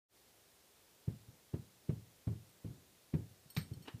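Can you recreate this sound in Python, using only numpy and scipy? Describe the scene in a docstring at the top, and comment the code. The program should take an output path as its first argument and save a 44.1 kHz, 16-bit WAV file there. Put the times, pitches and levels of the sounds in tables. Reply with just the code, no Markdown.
"""A soft ball bounces down a carpeted wooden staircase and lands with a smack on the hard floor below.
Each bounce is a low push of the tread, a dull slap and the boom of the stairwell.
A small dog starts after it: its metal collar tag jingles, its paws thump and scuff.
A quiet hiss lies under all."""
import sys
import numpy as np
from scipy import signal
from scipy.fft import rfft, irfft
from scipy.io import wavfile
from scipy.ndimage import uniform_filter1d

SR = 44100
rng = np.random.default_rng(int(sys.argv[2]) if len(sys.argv) > 2 else 0)


def int16_out(signal):
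    """Quantize to a 16-bit WAV file."""
    q = np.round(np.clip(np.atleast_2d(signal).T, -1, 1) * 32767)
    wavfile.write(sys.argv[1], SR, q.astype(np.int16))


N = 176400
T = np.arange(SR) / SR
ROOM_RISE_S, SWING_PHASE_CYCLES = 0.013, -0.42


def amp(db):
    """Decibels to gain."""
    return 10 ** (np.asarray(db) / 20)


def add(mix, start_s, sound):
    """Mixes a sound in at start_s."""
    part = mix[round(start_s * SR):][:len(sound)]
    part += sound[:len(part)]


def fade(rise_s, t60_s):
    """Linear attack, exponential decay."""
    return np.minimum(T / rise_s, 1) * np.exp(-np.log(1000) * np.maximum(T - rise_s, 0) / t60_s)


def noise(spectrum, peaks=(), size=SR):
    """Unit-rms noise with the given spectrum and resonances."""
    knots_hz, knots_db = np.transpose(spectrum)
    hz = np.fft.rfftfreq(size, 1 / SR)
    shape_db = np.interp(np.log(hz + 1), np.log(knots_hz), knots_db)
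    shape_db += sum(db / (1 + (2 * (hz - centre) / width) ** 2) for centre, width, db in peaks)
    shaped = irfft(rfft(rng.standard_normal(size)) * amp(shape_db), size)
    return shaped / shaped.std()


def dense_noise(spectrum, peaks=()):
    """Noise with a fairly even envelope, as from many overlapping reflections."""
    analytic = signal.hilbert(noise(spectrum, peaks))
    even = analytic.real / np.sqrt(uniform_filter1d(abs(analytic) ** 2, size=600))
    return even / even.std()


def contact(spectrum, peaks=(), *, rise_s, t60_s, wet_db, room_t60_s):
    """A short noisy contact and its reverberation in the stairwell."""
    direct = dense_noise(spectrum, peaks) * fade(rise_s, t60_s)
    reverb = dense_noise(spectrum, peaks) * fade(ROOM_RISE_S, room_t60_s)
    return direct + amp(wet_db) * reverb


def push(hz, rise_s=0.0075):
    """A surface gives way and swings back: about two cycles."""
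    swell = (T / rise_s * np.exp(1 - T / rise_s)) ** 2.28
    return swell * np.sin(2 * np.pi * (hz * T + SWING_PHASE_CYCLES))


# Each row: frequency in Hz, spectral density in dB.
HISS_SPECTRUM = [(25, -22), (45, -8), (80, -1), (150, -5), (250, -5.5), (400, -2), (700, -6.5), (1200, -11),
                 (2700, -11.5), (3700, -10.5), (6000, -12), (15000, -14.5)]

def hiss():
    """Steady hiss of the quiet house."""
    return amp(-67) * noise(HISS_SPECTRUM, size=N)


# Each row: frequency in Hz, spectral density in dB.
BOOM_SPECTRUM = [(25, -36), (50, -16), (88, 0), (160, 0), (230, -6), (400, -19.5), (650, -33), (1500, -44),
                 (5000, -56)]

def boom(envelope):
    """Low reverberation of the stairwell."""
    return dense_noise(BOOM_SPECTRUM) * envelope


# Each row: frequency in Hz, level in dB, T60 in seconds.
TAG_MODES = [(3100, -14.5, 0.17), (4350, -6, .16), (5460, -10, 0.21), (8514, -4.5, .2), (10830, -14, 0.09),
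             (12020, -4, .15), (12090, -3.5, 0.1), (13550, -22, .08)]
# Each row: start in seconds, level in dB, ring time factor, tilt in dB per octave.
JINGLES = [(2.491, -70, 1, 2), (3.501, -53, 0.63, 2), (3.55, -54, 0.43, 2), (3.568, -50, 1, 3),
           (3.583, -54.5, 1.2, 1), (3.613, -56, 0.88, -2), (3.7353, -58, .35, -6), (3.823, -61.5, 0.87, -4)]

def collar_tag():
    """A small metal tag ticks and rings, damped and coloured differently at each touch."""
    out = np.zeros(N)
    rise_s, pivot_hz = 0.00082, 8000
    for start_s, level_db, ring_factor, tilt_db in JINGLES:
        ring = np.zeros(SR)
        for hz, db, t60_s in TAG_MODES:
            mode_db = db + tilt_db * np.log2(hz / pivot_hz) + rng.standard_normal()
            detuned_hz = hz * (1 + 0.0012 * rng.standard_normal())
            tone = np.sin(2 * np.pi * (detuned_hz * T + rng.random()))
            ring += amp(mode_db) * fade(rise_s, t60_s * ring_factor) * tone
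        tick = amp(-8) * rng.standard_normal(SR) * fade(rise_s, t60_s=0.028)
        add(out, start_s, amp(level_db) * (ring + tick))
    return out


# Each row: frequency in Hz, spectral density in dB.
SCUFF_SPECTRUM = [(100, -6), (340, 3), (550, -0.5), (1250, -1), (2200, -5), (3200, -6.5), (4500, -12.5),
                  (7000, -23), (15000, -32)]
# Each row: centre in Hz, width in Hz, gain in dB.
SCUFF_PEAKS = [(342, 130, 9.5), (920, 150, 5), (1860, 150, 9), (2890, 220, 12), (3950, 200, 6)]
# Each row: start in seconds, level in dB.
SCUFFS = [(3.848, -60.5), (3.872, -45.5)]

def paw_scuffs():
    """Paws scrape the floor."""
    out = np.zeros(N)
    for start_s, db in SCUFFS:
        scuff = contact(SCUFF_SPECTRUM, SCUFF_PEAKS,
                        rise_s=0.012, t60_s=0.066, wet_db=-11, room_t60_s=0.27)
        add(out, start_s, amp(db) * scuff)
    return out


# Each row: frequency in Hz, spectral density in dB.
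SLAP_SPECTRUM = [(30, -38), (70, -14), (140, -5), (250, -3), (410, 0), (540, -11), (700, -17), (1000, -25),
                 (1400, -29.5), (2100, -30.5), (4000, -41.5), (9000, -63)]

def slap():
    """Dull noise of a soft blow."""
    return contact(SLAP_SPECTRUM, rise_s=0.003, t60_s=0.081, wet_db=-13.5, room_t60_s=0.25)


def carpet_brush():
    """The pile is brushed just before the blow."""
    return dense_noise(SLAP_SPECTRUM) * fade(rise_s=0.0084, t60_s=0.04)


# Each row: start in seconds, level in dB, pitch in Hz, slap level in dB.
THUMPS = [(1.281, -47, 112, -67), (3.305, -57, 130, -69), (3.455, -56, 140, -69), (3.711, -36.5, 117, -54),
          (3.765, -44, 116, -63), (3.803, -49.5, 148, -68), (3.939, -39, 116, -66)]

def thumps():
    """Soft knocks of treads and paws, each with a faint boom and slap."""
    out = np.zeros(N)
    for start_s, db, hz, slap_db in THUMPS:
        knock = push(hz) + amp(-15.5) * boom(fade(ROOM_RISE_S, t60_s=0.33))
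        add(out, start_s, amp(db) * knock + amp(slap_db) * slap())
    return out


# Each row: frequency in Hz, level in dB, T60 in seconds.
STAIR_MODES = [(91.5, -1, 0.31), (111.8, 2, 0.35), (156.2, -2, 0.28), (204, -11.5, 0.3), (312, -19, 0.25),
               (397.4, -18.5, 0.226)]

def stair_ring():
    """The wooden staircase rings in its low modes."""
    return sum(amp(db) * fade(ROOM_RISE_S, t60_s) * np.sin(2 * np.pi * (hz * T + SWING_PHASE_CYCLES))
               for hz, db, t60_s in STAIR_MODES)


# Each row: frequency in Hz, spectral density in dB.
CLACK_SPECTRUM = [(60, -20), (250, -5), (550, -4.5), (1000, -7.5), (1700, -2.5), (2800, -5.5), (4000, -3.5),
                  (5100, -6.5), (6500, -11.5), (10000, -20), (15000, -26)]
# Each row: centre in Hz, width in Hz, gain in dB.
FLOOR_PEAKS = [(800, 120, 7), (1260, 160, 7), (1720, 140, 5.5), (2320, 200, 6), (3920, 220, 6.5),
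               (5000, 270, 3)]
# Each row: start in seconds, level in dB, extra resonance in Hz, its gain in dB.
CLACKS = [(3.5645, -40, 4350, 10.5), (3.5694, -38.5, 2050, 6)]

def ball_landing():
    """A double clack and boom on the hard floor, then the low push and ring of the boards."""
    out = np.zeros(N)
    rise_s, peak_width_hz, push_start_s = 0.0016, 570, 3.5735
    for start_s, db, peak_hz, peak_db in CLACKS:
        peaks = FLOOR_PEAKS + [(peak_hz, peak_width_hz, peak_db)]
        clack = contact(CLACK_SPECTRUM, peaks, rise_s=rise_s, t60_s=0.033, wet_db=-13.5, room_t60_s=0.23)
        add(out, start_s, amp(db) * clack)
    add(out, CLACKS[0][0], amp(-42.5) * boom(fade(rise_s, t60_s=0.37)))
    add(out, push_start_s, amp(-28.5) * push(hz=141) + amp(-46) * stair_ring())
    return out


# Each row: start in seconds, push level in dB, push pitch in Hz, pock, slap and boom levels in dB,
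# boom T60 in seconds, stair ring level in dB, echo lag in seconds, echo level in dB.
BOUNCES = [(1.0760, -26.5, 127, -45.5, -47.5, -44, 0.24, -46.5, .042, -43),
           (1.5354, -30.5, 132.4, -33.5, -41, -43.5, 0.19, -51, 0.0551, -40.5),
           (1.8900, -25, 138.5, -34.5, -39.5, -41.5, 0.27, -40.5, .038, -42),
           (2.2700, -28.5, 128.6, -39, -44, -42.5, 0.28, -36, .042, -43),
           (2.6440, -38, 135.4, -43.5, -50, -45, 0.3, -46.5, 0.0552, -44),
           (3.1350, -29.5, 147, -36, -36.5, -38, .26, -40, .013, -30.5)]

def ball_bounces():
    """Six dull bounces on carpeted treads; the stairwell echoes each push once, booms and murmurs on."""
    out = np.zeros(N)
    ring = stair_ring()
    pock = push(hz=288.7, rise_s=0.0035)  # the ball's skin flattens and springs back
    murmur_envelope = amp(-66.5) * fade(ROOM_RISE_S, t60_s=1.3)
    for start_s, push_db, hz, pock_db, slap_db, boom_db, t60_s, ring_db, lag_s, echo_db in BOUNCES:
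        add(out, start_s - 0.008, amp(slap_db - 15) * carpet_brush())
        add(out, start_s, amp(push_db) * push(hz) + amp(ring_db) * ring)
        add(out, start_s + 0.00199, amp(slap_db) * slap())
        add(out, start_s + 0.0025, amp(pock_db) * pock)
        add(out, start_s + 0.004, boom(amp(boom_db) * fade(ROOM_RISE_S, t60_s) + murmur_envelope))
        add(out, start_s + lag_s, amp(echo_db) * push(hz))
    return out


def scene():
    """Ball, dog and hiss in mono; the knocks carry little deep bass."""
    low_cut_hz = 41
    highpass = signal.butter(2, low_cut_hz, "high", fs=SR, output="sos")
    knocks = ball_bounces() + ball_landing() + thumps() + paw_scuffs()
    return (signal.sosfilt(highpass, knocks) + collar_tag() + hiss())[None]


def record(dry):
    """Fade-in, then a steep low-pass."""
    silence_s, fade_in_s, cutoff_hz = 0.085, 0.078, 15400
    fade_in = np.clip((np.arange(N) / SR - silence_s) / fade_in_s, 0, 1)
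    lowpass = signal.firwin(511, cutoff_hz, window=("kaiser", 9), fs=SR)
    return signal.oaconvolve(dry * fade_in, lowpass[None], "same")


dry = scene()
out = record(dry)
int16_out(out)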